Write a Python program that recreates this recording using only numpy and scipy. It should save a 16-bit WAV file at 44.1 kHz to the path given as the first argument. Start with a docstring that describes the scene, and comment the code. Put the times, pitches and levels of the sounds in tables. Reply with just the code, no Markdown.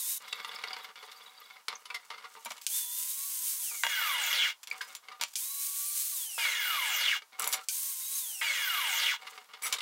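"""An angle grinder with a wire cup brush scours rusty steel in a vise, in four short bursts. Hum, gear whine,
wire hiss and commutator sparking follow the motor speed. The first burst is already under way and its sound
stops abruptly at 0.18 s; after the others the tool coasts on the wooden bench and rattles the top until it
stops. In between, gloved hands work the vise, turn the part and drag the grinder up again. Small workshop."""
import sys
import numpy as np
from scipy import signal
from scipy.fft import rfft, irfft
from scipy.io import wavfile
from scipy.ndimage import uniform_filter1d

SR = 44100
rng = np.random.default_rng(int(sys.argv[2]) if len(sys.argv) > 2 else 0)


def dump(signal):
    """Clip the signal to [-1, 1] and save it as 16-bit WAV at the path in sys.argv[1]."""
    limited = np.clip(np.atleast_2d(signal).T, -1, 1)
    pcm = np.round(limited * 32767).astype(np.int16)
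    wavfile.write(sys.argv[1], SR, pcm)


N = 432621
TIME = np.arange(N) / SR
TOP_HZ = 15750
FIRST_ENDS_S = 0.182

# Bursts 2-4. Each row: switch-on in s, laid on the bench in s, standstill in s, bearing friction in Hz/s.
BURSTS = [(2.665, 3.884, 4.535, 358), (5.354, 6.38, 7.2, 366), (7.685, 8.422, 9.176, 400)]
# Brush load, one list per burst. Each row: time in s, motor speed in Hz, whine in dB, hiss in dB.
LOAD_CURVES = [
    [(0, 562, -48, -34.5), (.04, 496, -56, -34.5), (.12, 556, -52, -32.5), (.18, 532, -56, -35.5)],
    [(2.74, 525, -47.5, -35), (2.86, 490, -49.5, -37), (3.05, 524, -58, -34), (3.26, 574, -59, -35.5),
     (3.42, 512, -67, -36), (3.56, 558, -74, -33), (3.62, 492.3, -56, -35), (3.72, 330.3, -50, -33.5)],
    [(5.45, 551, -54, -33.5), (5.53, 569, -52, -37), (5.75, 574, -68, -36.5), (5.87, 594, -55, -36),
     (6.11, 604, -57, -35), (6.2, 507.3, -51, -37)],
    [(7.8, 550, -67, -33.5), (7.9, 558, -68, -36), (7.98, 524, -59, -35.5), (8.1, 555, -51.5, -37.5),
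     (8.18, 566.4, -51.5, -38)],
]
# Broad responses of bench and vise. Each row: frequency in Hz, level in dB.
BENCH_SPECTRUM = [(50, -72), (110, -76), (250, -36.5), (380, -53.5), (470, -23.5), (750, -25),
                  (1100, -14.5), (1850, -11.5), (2600, -9.5), (3800, -13.5), (4600, -13), (7000, -16.5),
                  (10000, -34), (16000, -22.5)]
VISE_SPECTRUM = [(50, -43), (110, -34), (220, -17.5), (370, -22.5), (520, -8), (700, -14.5), (1100, -1),
                 (1700, -5), (5000, -12.5), (6200, -19.5), (9000, -28.5), (16000, -51)]
# Their resonances. Each row: frequency in Hz, width in Hz, level in dB.
BENCH_MODES = [(925, 18, -2.5), (1256, 75, -6.5), (1429, 79, 1), (1620, 110, -1.5), (1704, 33, -2),
               (1820, 28, -4), (1983, 37, 7), (2116, 30, 5.5), (2178, 69, 6.5), (2278, 45, 2.5),
               (2393, 27, 3), (2852, 64, 7), (2740, 41, -6), (3135, 49, 1), (3348, 69, 5.5),
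               (3560, 220, -4), (3975, 55, -1)]
VISE_MODES = [(456, 29, 1), (761, 13, 7), (935, 19, 9), (1020, 42, 3), (1225, 93, 7), (1420, 25, 6),
              (1990, 28, 6), (2184, 105, 6.5), (1570, 27, -4), (560, 57, -9.5), (2860, 120, 1.5),
              (3580, 320, -5), (3850, 66, -24), (4480, 560, -9), (10700, 350, -21.5), (13400, 640, -31)]


def undb(db):
    """Decibels to gain."""
    return 10 ** (np.asarray(db) / 20)


def unit(x):
    """Scale to rms 1."""
    return x / np.sqrt(np.mean(x ** 2) + 1e-20)


def butter(x, hz, kind="low", order=2):
    """Butterworth filter."""
    return signal.sosfilt(signal.butter(order, hz, kind, fs=SR, output="sos"), x)


def walk(hz):
    """Random drift of rms 1, up to the given rate."""
    return unit(butter(rng.standard_normal(N), hz))


def through(x, impulse):
    """Convolve, keeping the length."""
    return signal.oaconvolve(x, impulse)[:len(x)]


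def resonate(x, spectrum, modes=()):
    """Minimum-phase filter: a broad spectrum with resonances on top."""
    hz = np.maximum(np.fft.rfftfreq(4096, 1 / SR), 1)
    points_hz, points_db = np.transpose(spectrum)
    power = undb(np.interp(np.log(hz), np.log(points_hz), points_db)) ** 2
    for centre_hz, width_hz, db in modes:
        power += undb(db) ** 2 / (1 + 2 * ((hz - centre_hz) / width_hz) ** 2) ** 2
    cepstrum = irfft(np.log(power) / 2)
    cepstrum[1:len(hz) - 1] *= 2
    cepstrum[len(hz):] = 0
    return through(x, irfft(np.exp(rfft(cepstrum))))


def grains(per_s, spread_db):
    """Random tiny impacts of uneven size."""
    size = undb(spread_db * np.minimum(rng.exponential(size=N), 4))
    return unit((rng.random(N) < per_s / SR) * size * rng.standard_normal(N))


def gate(start_s, end_s, attack_s, release_s):
    """Trapezoid envelope, zero again at end_s."""
    return np.clip(np.minimum((TIME - start_s) / attack_s, (end_s - TIME) / release_s), 0, 1)


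def strokes(rows, attack_s, release_s):
    """Envelope of hand movements: each swells, holds and eases off."""
    return sum(undb(db) * gate(s, s + length_s, attack_s, release_s) for s, length_s, db in rows)


def blows(rows, spectrum, modes, crack_s, scrape_s, trim_db, rebound_db=-9, rebound_s=0.01, detune=0.005):
    """Crack, gritty scrape and rebound; the place of contact sets brightness and which modes ring."""
    count, head, scatter_db = 5000, 530, 2.5
    t = np.arange(count) / SR
    out = np.zeros(N + count)
    for s, level_db, db_per_octave, share in rows:
        noise, grit, pull, place = rng.standard_normal((4, count))
        crack = unit((np.tanh(noise) + 2 * (t == 0)) * np.exp(-t / crack_s))
        build = 1 - np.exp(-t / (1e-5 + 0.0057 * (1 - share) ** 4))  # slower without a hard crack
        again_s = t - rebound_s * (0.5 + rng.random())
        rebound = undb(rebound_db) * (again_s > 0) * np.exp(-np.abs(again_s) / scrape_s)
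        scrape = unit(grit * np.abs(noise) * (build * np.exp(-t / scrape_s) + rebound))
        tilt_db = lambda hz: db_per_octave * np.log2(max(hz, 700))
        body = [(hz, db + tilt_db(hz)) for hz, db in spectrum]
        struck = [(hz * (1 + detune * a), width_hz, db + tilt_db(hz) + scatter_db * b)
                  for (hz, width_hz, db), a, b in zip(modes, pull, place)]
        ring = resonate(np.sqrt(share) * crack + np.sqrt(1 - share) * scrape, body, struck)
        start = int(s * SR)
        out[start:start + count] += ring * undb(level_db + trim_db) / np.std(ring[:head])
    return out[:N]


def stick_slip(rows, trim_db, rough, sag, overtone_db):
    """Brief rough tones that swell and die; sag lowers the pitch as they go."""
    out, unrest = np.zeros(N), 1 + rough * walk(400)
    for s, db, hz, rise_s in rows:
        part = slice(int(s * SR), int(s * SR) + SR // 10)
        age = np.maximum(TIME[part] - s, 0) / rise_s
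        phase = 2 * np.pi * np.cumsum(hz * unrest[part] * np.exp(-sag * (age - 1))) / SR
        tone = sum(undb(overtone_db * (k - 1)) * np.sin(k * phase)
                   for k in (1, 2, 3) if k * hz < TOP_HZ / 2 or k == 1)
        out[part] += undb(db + trim_db) * (age * np.exp(1 - age)) ** 2 * tone
    return out


def shimmer(rows, modes, flare_db, flare_hz, base_db):
    """Sliding steel: fine slips keep a few modes ringing, each flaring on its own."""
    base = [(200, base_db - 32), (2000, base_db), (16000, base_db - 9)]
    ring = sum(resonate(grains(6000, 1.0) * undb(flare_db * walk(flare_hz)), base, [mode])
               for mode in modes)
    return unit(ring) * strokes(rows, attack_s=0.0074, release_s=0.02)


def room_tone():
    """Faint steady noise."""
    # Each row: frequency in Hz, level in dB.
    spectrum = [(30, -22), (140, -9.5), (400, -5.5), (950, 11.5), (2000, 2), (6000, 3.5), (16000, -1.5)]
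    return undb(-64.5) * unit(resonate(rng.standard_normal(N), spectrum))


def workshop(x, t60_s, wet_db, damp_hz):
    """Add dense, dull reflections from the bench top and cluttered walls."""
    t = np.arange(SR // 2) / SR
    tail = rng.standard_normal(len(t)) * np.exp(-np.log(1000) * t / t60_s) * (t > 0.004)
    tail = butter(tail, damp_hz, order=1)
    return x + undb(wet_db) * through(x, tail / np.linalg.norm(tail))


def cloth_rustle():
    """Gloves and sleeves brush past."""
    # Each row: start in s, length in s, level in dB.
    moves = [(0.2, 0.69, -62.5), (0.98, 0.57, -67), (1.7, 0.93, -68), (2.3, 0.46, -65),
             (2.612, 0.047, -42.5), (4.7, 0.29, -54), (5.25, 0.14, -55.5), (7.38, 0.3, -58),
             (9.2, 0.26, -61.5), (9.62, 0.16, -42)]
    # Each row: frequency in Hz, level in dB.
    spectrum = [(40, -44), (200, -30), (1500, -13), (4000, -7), (8000, -3), (11000, -10), (16000, -9)]
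    friction = grains(per_s=6000, spread_db=1.0) * undb(4.7 * walk(33))
    return unit(resonate(friction, spectrum)) * strokes(moves, attack_s=0.0029, release_s=0.034)


def steel_rubs():
    """Dry steel sticks and slips, ringing now one set of vise modes, now the other."""
    # Screw turns, part shifts and tool drags. Each row: start in s, length in s, level in dB.
    moves = [(0.2, 0.18, -52), (0.32, 0.496, -47.5), (0.78, 0.17, -51), (0.955, 0.35, -55.5),
             (1.25, 0.393, -57), (1.69, 0.087, -44), (1.76, 0.4, -59.5), (2.1, 0.24, -54.5),
             (2.3, 0.23, -60), (2.44, 0.21, -61.5), (4.68, 0.33, -53.5), (5.02, 0.18, -56.5),
             (5.195, 0.039, -40), (7.32, 0.11, -56.5), (7.385, 0.24, -41.5), (9.19, 0.3, -55),
             (9.48, 0.2, -54.5), (9.615, 0.22, -46)]
    catching = undb(2.4 * walk(32))
    ring = 0
    for modes in (VISE_MODES[::2], VISE_MODES[1::2]):
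        slips = grains(per_s=2000, spread_db=2.8) * catching * undb(3.5 * walk(18.4))
        ring += resonate(slips, VISE_SPECTRUM, modes)
    return unit(ring) * strokes(moves, attack_s=0.0079, release_s=0.071)


def steel_squeaks():
    """Dry steel slips with a short squeak."""
    # Each row: start in s, level in dB, pitch in Hz, rise in s.
    slips = [(0.329, -21, 3730, 0.0015), (0.559, -30.5, 4740, 0.0023), (0.683, -31, 4750, 0.002),
             (0.7305, -26, 5000, 0.0016), (0.759, -46, 1250, 0.0029), (1.752, -35, 6300, 0.0043),
             (4.7122, -19.5, 2324, 0.0021), (4.807, -26, 1600, 0.0045), (7.398, -28, 1300, 0.0043),
             (7.606, -46, 1350, 0.013), (9.767, -35, 3950, 0.0031), (9.784, -30, 3920, .0025)]
    return stick_slip(slips, trim_db=-4, rough=0.052, sag=0.025, overtone_db=-10.5)


def screw_thread():
    """The thread shimmers as the vise screw is wound in."""
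    # Each row: start in s, length in s, level in dB.
    turns = [(0.24, 0.62, -53), (0.96, 0.62, -59)]
    # Each row: frequency in Hz, width in Hz, level in dB.
    modes = [(3430, 210, 4.5), (3850, 87, 5), (4250, 79, -5), (4660, 200, 2.5), (5250, 120, -3),
             (10760, 490, -12), (13400, 300, -6), (13900, 600, -17)]
    return shimmer(turns, modes, flare_db=7, flare_hz=35, base_db=-32)


def vise_clinks():
    """Handle and part clink; being loose, they shift pitch from blow to blow."""
    # Each row: start in s, level in dB, tilt in dB/octave, crack share 0-1.
    hits = [(0.279, -42.5, 6, 0.2), (0.327, -33, 4, 0.76), (0.372, -49, 0.5, 0.1), (0.447, -34.5, 3.5, 0.8),
            (0.514, -40.5, 1, 0.25), (0.561, -44, 0, 0.3), (0.587, -41.5, 2, 0.7), (0.638, -31, 1, 0.84),
            (0.706, -38, 0, 0.4), (0.733, -39, 5, 0.7), (0.765, -38, .5, 0.5), (0.845, -40.5, 4.5, 0.45),
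            (0.957, -46.5, 3.5, 0.7), (1.026, -45, 1.5, 0.1), (1.115, -45.5, 9, 0.2),
            (1.6825, -28.5, 4.5, 0.6), (1.855, -42.5, 6, 0.4), (1.902, -35.5, 1, 0.23),
            (1.943, -32.5, 6, 0.05), (2.102, -37.5, 2, 0.15), (2.139, -44, 0, 0), (2.177, -46, 3.5, 0),
            (2.24, -46, 0, 0.03), (2.254, -51, 5, 0.2), (2.362, -48, -4, 0), (4.715, -48, 3, 0.9),
            (4.812, -35.5, 6.5, 0.07), (5.085, -42, 1, 1), (5.115, -46, 2, 0.04), (7.221, -46, 2.5, 0.8),
            (9.267, -38.5, 3, 0), (9.377, -42, 1.5, 0.6), (9.535, -42, 3, 0.2), (9.785, -39, 8, 0.2),
            (9.8055, -33.5, 6.5, .5)]
    return blows(hits, VISE_SPECTRUM, VISE_MODES, crack_s=0.0047, scrape_s=0.0084, trim_db=-3,
                 rebound_db=-22.5, rebound_s=0.014, detune=0.028)


def vise_pings(rise_s=0.00077):
    """Handle and part ring on one note when tapped."""
    # Each row: start in s, level in dB, pitch in Hz, decay in s.
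    taps = [(1.904, -42, 2190, 0.0053), (1.946, -33, 5350, 0.0062), (2.104, -43, 935, 0.026),
            (2.243, -39.5, 1103, 0.014), (4.716, -52, 3450, 0.0077), (4.813, -41, 5040, 0.018),
            (5.114, -42.5, 1213, 0.028)]
    out, t = np.zeros(N), np.arange(SR // 5) / SR
    for s, db, hz, decay_s in taps:
        start = int(s * SR)
        envelope = np.exp(-t / decay_s) - np.exp(-t / rise_s)
        out[start:start + len(t)] += undb(db) * envelope * np.sin(2 * np.pi * hz * t)
    return out


def rim_drags():
    """The cup's rim drags over the bench as the tool is picked up."""
    # Each row: start in s, length in s, level in dB.
    drags = [(7.39, 0.193, -43.5), (9.628, 0.063, -34)]
    # Each row: frequency in Hz, width in Hz, level in dB.
    modes = [(1280, 110, 3), (2200, 200, 5), (5850, 90, 4), (7940, 140, 5), (10200, 390, 4.5),
             (12100, 170, 4), (15100, 300, -6)]
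    return shimmer(drags, modes, flare_db=1, flare_hz=60, base_db=-19)


def tool_knocks():
    """Grinder and brush knock and ring as they are moved."""
    # Each row: start in s, level in dB, tilt in dB/octave, crack share 0-1.
    hits = [(2.449, -39, 9, 0.2), (2.458, -37, -6, 0.12), (2.505, -39, 0, 0.1), (2.511, -40.5, -8, 0.46),
            (2.565, -49, -0.5, 0), (3.836, -28.5, -1.5, 0.62), (3.867, -32.5, -2.5, .7),
            (4.632, -43, 3, 0.33), (4.673, -41, 1, 0.4), (4.951, -38.5, 4, 0.44), (5.212, -28.5, 0.5, 0.32),
            (5.225, -35, -1, 0.8), (5.231, -38, 2, 0.5), (5.237, -29, -1.5, 0.94),
            (7.3965, -28.5, 11.5, 0.5), (7.421, -32, 9, 0.5), (7.443, -31, 10, 0.65),
            (7.467, -35, -5.5, 0.18), (7.475, -25, 14, 0.5), (7.499, -48, 10, 0.5), (7.519, -38, 8, .3),
            (7.527, -26.5, 8, 0.23), (7.5345, -27.5, 2.5, 0.33), (9.666, -35, -1.5, 0.4),
            (9.676, -42, 4, 0.4), (9.726, -25, 0.5, 0.26), (9.737, -35.5, 0, 0.16)]
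    # Each row: frequency in Hz, level in dB.
    spectrum = [(40, -23), (120, -41), (220, -29), (350, -28), (600, -7), (1100, 4), (1700, 1.5), (3200, 7),
                (8000, -2), (14000, -10), (16000, -13)]
    # Each row: frequency in Hz, width in Hz, level in dB.
    modes = [(230, 33, -13), (566, 48, -6.5), (938, 23, 12.5), (1250, 93, -2), (2210, 50, 8.5),
             (2310, 60, 10), (2900, 73, 5), (3400, 70, 9), (5780, 44, 8.5), (6050, 120, -0.5),
             (7070, 65, 10.5), (7530, 31, 7.5), (10240, 590, -4), (11560, 140, -2)]
    return blows(hits, spectrum, modes, crack_s=0.00046, scrape_s=0.0052, trim_db=-2)


def bench_landings():
    """The coasting grinder lands and hops on the wooden top."""
    # Each row: start in s, level in dB, tilt in dB/octave, crack share 0-1.
    hits = [(3.836, -25.5, -7, 0.3), (3.867, -30.5, -4, 0.9), (4.016, -38.5, -7, 1), (4.25, -48, -9, 1),
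            (4.329, -27, 2, 0.58), (6.38, -38, -12.5, 0.8), (6.452, -31, -3, .2), (8.413, -28, -4, 0.2)]
    return blows(hits, BENCH_SPECTRUM, BENCH_MODES, crack_s=0.00061, scrape_s=0.0049, trim_db=-1.5,
                 rebound_db=-7)


def thumps(decay_s=0.00041):
    """The hardest jolts carry a dull, one-sided push."""
    # Each row: start in s, peak in dB.
    jolts = [(2.667, -45), (3.836, -41), (4.328, -46), (9.726, -42)]
    return sum(undb(db) * (TIME >= s) * np.exp(-np.abs(TIME - s) / decay_s) for s, db in jolts)


def grip_bumps():
    """Soft bumps as the grip on the housing shifts."""
    # Each row: start in s, level in dB, tilt in dB/octave, crack share 0-1.
    hits = [(3.714, -52, -5, 0.21), (3.738, -50, 3.5, 0)]
    return blows(hits, VISE_SPECTRUM, VISE_MODES, crack_s=0.001, scrape_s=0.011, trim_db=2)


def switch_snaps():
    """The switch snaps on and rings the housing."""
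    # Each row: start in s, level in dB, tilt in dB/octave, crack share 0-1.
    hits = [(2.666, -30.5, -3.5, 0.72), (5.356, -33, -2, 0.3), (7.686, -30.5, -2.5, 0.37)]
    # Each row: frequency in Hz, level in dB.
    spectrum = [(40, -49), (400, -23), (1200, -31), (2200, -19), (5000, 9), (10000, 11), (16000, -16)]
    # Each row: frequency in Hz, width in Hz, level in dB.
    modes = [(1530, 56, -3), (2380, 106, 9), (3450, 180, -7)]
    return blows(hits, spectrum, modes, crack_s=0.0013, scrape_s=0.013, trim_db=0.5)


def cup_singing():
    """The cup sings for a moment as it catches an edge."""
    # Each row: start in s, level in dB, pitch in Hz, rise in s.
    catches = [(5.866, -39, 9200, 0.02), (8.063, -41, 6420, 0.0048), (8.149, -38, 6430, 0.0069)]
    return stick_slip(catches, trim_db=4, rough=0.0054, sag=0, overtone_db=-20)


def load_curve(name):
    """One column of LOAD_CURVES over time; its last value holds until the next switch-on."""
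    column = ("time_s", "speed_hz", "whine_db", "hiss_db").index(name)
    burst = np.searchsorted([row[0] for row in BURSTS], TIME)
    curves = [np.interp(TIME, rows[:, 0], rows[:, column]) for rows in map(np.array, LOAD_CURVES)]
    return np.choose(burst, curves)


def motor_speed(spin_up_s=0.024, air_drag=0.00211):
    """Speed in Hz: spin-up, work under load, then a coast against friction and square-law air drag."""
    loaded_hz = load_curve("speed_hz")
    speed_hz = loaded_hz * (TIME < FIRST_ENDS_S)
    for (on_s, _, stop_s, friction), rows in zip(BURSTS, LOAD_CURVES[1:]):
        spin_up = 1 - np.exp(-np.maximum(TIME - on_s, 0) / spin_up_s)
        remaining = np.clip(np.sqrt(friction * air_drag) * (stop_s - TIME), 0, 1.5)
        coast_hz = np.minimum(loaded_hz, np.sqrt(friction / air_drag) * np.tan(remaining))
        speed_hz += np.where(TIME < rows[-1][0], loaded_hz * spin_up, coast_hz)
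    return speed_hz


def rasp(angle, order, steps_per_turn):
    """Rough band on a multiple of the motor speed; it narrows as it falls."""
    step = angle / (2 * np.pi) * steps_per_turn
    size = np.interp(step, np.arange(N), rng.standard_normal(N))
    below_nyquist = order * np.gradient(angle) < 0.9 * np.pi
    return 1.7 * size * np.cos(order * angle) * below_nyquist


def commutator_squeal(speed_hz, angle, loudest_hz=2500, level_db=-42):
    """A thin, uneven tone with two side lines falls with the commutator's last turns."""
    # Each row: multiple of motor speed, level in dB.
    lines = [(63, -6), (70, 0), (80, -10)]
    out = 0
    for order, db in lines:
        octaves = np.log2((order * speed_hz + 1) / loudest_hz)
        gain = undb(level_db + db + 3 * walk(60)) / (1 + octaves ** 4)
        out += gain * np.sin(order * angle + 0.7 * walk(110))
    return out


def bench_rattle(angle, mesh, slow, hollow_hz=1700):
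    """The housing chatters on the wood; modes flare as gear and commutator lines fall through them."""
    gear_lines = np.sin(2 * mesh) * walk(56) + np.sin(9 * angle) * walk(56)
    drive = undb(-16) * gear_lines + undb(-11) * slow * rasp(angle, order=70, steps_per_turn=14)
    rocking = (1 + 0.045 * np.sin(angle / 4)) * undb(walk(49))
    shake = 0
    for modes in (BENCH_MODES[::2], BENCH_MODES[1::2]):
        force = (grains(per_s=5000, spread_db=0.69) + drive) * rocking
        creep = undb(walk(8))  # the creeping tool favours each set of modes in turn
        shake += resonate(force * creep, BENCH_SPECTRUM, modes)
    body = signal.sosfiltfilt(signal.butter(2, hollow_hz, fs=SR, output="sos"), shake)
    shake -= 0.43 * slow * body  # hollow on the last turns
    running_rms = np.sqrt(uniform_filter1d(shake ** 2, size=1800) + 1e-12)
    return shake / running_rms


def motor_hum(angle, pace, resting, order=1.96, level_db=-62.5, bench_db=16.5):
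    """Hum near twice the motor speed, louder through the bench top."""
    tone = np.sin(order * angle) + undb(-4) * walk(45) * np.sin(2 * order * angle)
    return tone * pace ** 3.44 * undb(level_db + bench_db * resting + 1.4 * walk(40))


def gear_whine(speed_hz, angle, mesh, resting, delay_s=0.021, full_hz=367, gearbox_hz=5700):
    """The mesh tone follows the load; on the bench the top acts as its sounding board."""
    # Each row: frequency in Hz, width in octaves, level in dB.
    board_peaks = [(1300, 0.44, -39), (2223, 0.09, -35)]
    mesh_hz = 7 * speed_hz
    uneven_teeth = sum(np.sin(k * angle) * undb(3 * walk(30)) for k in (4, 5, 6, 9))
    gearbox = 1 / (1 + ((2 * mesh_hz - gearbox_hz) / 1100) ** 2)
    overtone = undb(-2 + 3 * walk(70)) * np.sin(2 * mesh) * gearbox * (1 - 0.46 * resting)
    tone = np.sin(mesh) + overtone + undb(-23) * uneven_teeth
    flutter = undb(1.15 * walk(94) + 0.6 * walk(50))
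    meshed = sum(gate(on_s + delay_s, stop_s, 0.053, 0.01) for on_s, _, stop_s, _ in BURSTS)
    meshed += TIME < FIRST_ENDS_S
    held = undb(load_curve("whine_db")) * np.minimum(speed_hz / full_hz, 1) ** 3 * meshed
    board = sum(undb(db) / (1 + (np.log2((mesh_hz + 1) / hz) / octaves) ** 2)
                for hz, octaves, db in board_peaks)
    return tone * flutter * (held + resting * board * np.minimum(speed_hz / 125, 1) ** 2)


def sparking(angle, flare_db=2.2, patch_db=3):
    """Carbon brushes rasp in ragged bands that swell as they sweep through the housing resonances."""
    # Main bands and fine overtones. Each row: multiple of motor speed, size steps per turn, level in dB.
    main_bands = [(21.04, 5, -10), (25.84, 5, -11), (62.8, 5, -9), (69.4, 4.9, -8), (80, 30, -6.5)]
    fizz_bands = [(141, 18, -14.5), (157, 70, -5.5), (165, 10, -13)]
    # Each row: frequency in Hz, width in Hz, level in dB.
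    housing_modes = [(3094.5, 867, 12), (4480, 780, 2), (6722, 1200, 7), (8260, 440, 5), (10100, 420, 0),
                     (13960, 3600, 7.5)]
    shell = [(300, -72), (1500, -13), (16000, -15)]  # Hz, dB
    out = 0
    for rows, modes in ((main_bands, housing_modes), (fizz_bands, housing_modes[-1:])):
        bands = 0
        for order, steps_per_turn, db in rows:
            gain = undb(db + flare_db * walk(70) + patch_db * np.tanh(walk(16)))
            bands += gain * rasp(angle, order, steps_per_turn)
        out += resonate(bands, shell, modes)
    return butter(out, 1100, "high")


def brush_hiss(speed_hz, wire_shake, full_hz=440, wires_db=-43):
    """Wire tips and cooling air hiss, fading as the motor slows; on the bench the shaken wires hiss on."""
    # Each row: frequency in Hz, level in dB.
    spectrum = [(35, -108), (60, -72), (130, -67), (167, -72), (221, -48), (255, -61), (856, -36),
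                (1130, -21), (1240, -17.5), (1680, -15), (3470, -7), (5040, -4), (9030, 4.5), (15800, 0.5)]
    # Whistles of the spinning cup. Each row: frequency in Hz, width in Hz, level in dB.
    cup_modes = [(6430, 60, 5), (8370, 97, 4), (8530, 80, -13), (9500, 69, -27)]
    scour = unit(resonate(grains(per_s=22000, spread_db=0.43), spectrum, cup_modes))
    flutter = undb(0.36 * walk(70) + 1.83 * walk(4.6))
    working = undb(load_curve("hiss_db")) * np.minimum(speed_hz / full_hz, 1) ** 2.06
    return scour * flutter * np.hypot(working, undb(wires_db) * wire_shake)


def grinder(working_hz=560, rock_hz=73, stall_hz=30.8, spark_db=-44, rattle_db=-34):
    """One rotor drives every layer; the tool rocks harder on its last turns, then stalls."""
    speed_hz = motor_speed() * (1 + 0.003 * walk(60.25))
    pace = speed_hz / working_hz
    turning = np.minimum(speed_hz / stall_hz, 1) ** 0.94
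    resting = sum(gate(laid_s, stop_s, 0.0064, 0.0064) for _, laid_s, stop_s, _ in BURSTS)
    slow = np.exp(-(speed_hz / rock_hz) ** 2)
    rock_gain = undb(6 * slow) * turning
    angle = 2 * np.pi * np.cumsum(speed_hz) / SR
    mesh = 7 * angle + 0.45 * walk(90)  # gear phase with flutter, rad
    tones = motor_hum(angle, pace, resting) + gear_whine(speed_hz, angle, mesh, resting)
    tones = butter(np.sqrt(2) * tones, 340, "high")  # the small housing radiates no bass
    sparks = undb(spark_db) * sparking(angle) * rock_gain * turning ** 0.082
    hiss = brush_hiss(speed_hz, wire_shake=resting * pace ** 0.1 * turning)
    spindle_pulse = 1 + 0.024 * np.sin(angle / 4)
    rattle = undb(rattle_db) * bench_rattle(angle, mesh, slow) * rock_gain
    squeal = commutator_squeal(speed_hz, angle)
    return tones + (hiss + sparks) * spindle_pulse + (rattle + squeal) * resting


def scene():
    """Grinder and handling in the workshop, the same in both channels."""
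    impacts = vise_clinks() + tool_knocks() + bench_landings() + grip_bumps() + switch_snaps()
    squeaks, singing = steel_squeaks(), cup_singing()
    sliding = screw_thread() + rim_drags()
    machine = workshop(grinder() + singing, t60_s=0.12, wet_db=-13.5, damp_hz=5000)
    handling = steel_rubs() + cloth_rustle() + sliding + squeaks + impacts + thumps() + vise_pings()
    handling = workshop(handling, t60_s=0.15, wet_db=-14.5, damp_hz=4230)
    return np.tile(machine + handling + room_tone(), (2, 1))


def record(dry):
    """Steep low-pass at TOP_HZ."""
    return signal.sosfilt(signal.ellip(10, 0.2, 70, TOP_HZ, fs=SR, output="sos"), dry)


dry = scene()
out = record(dry)
dump(out)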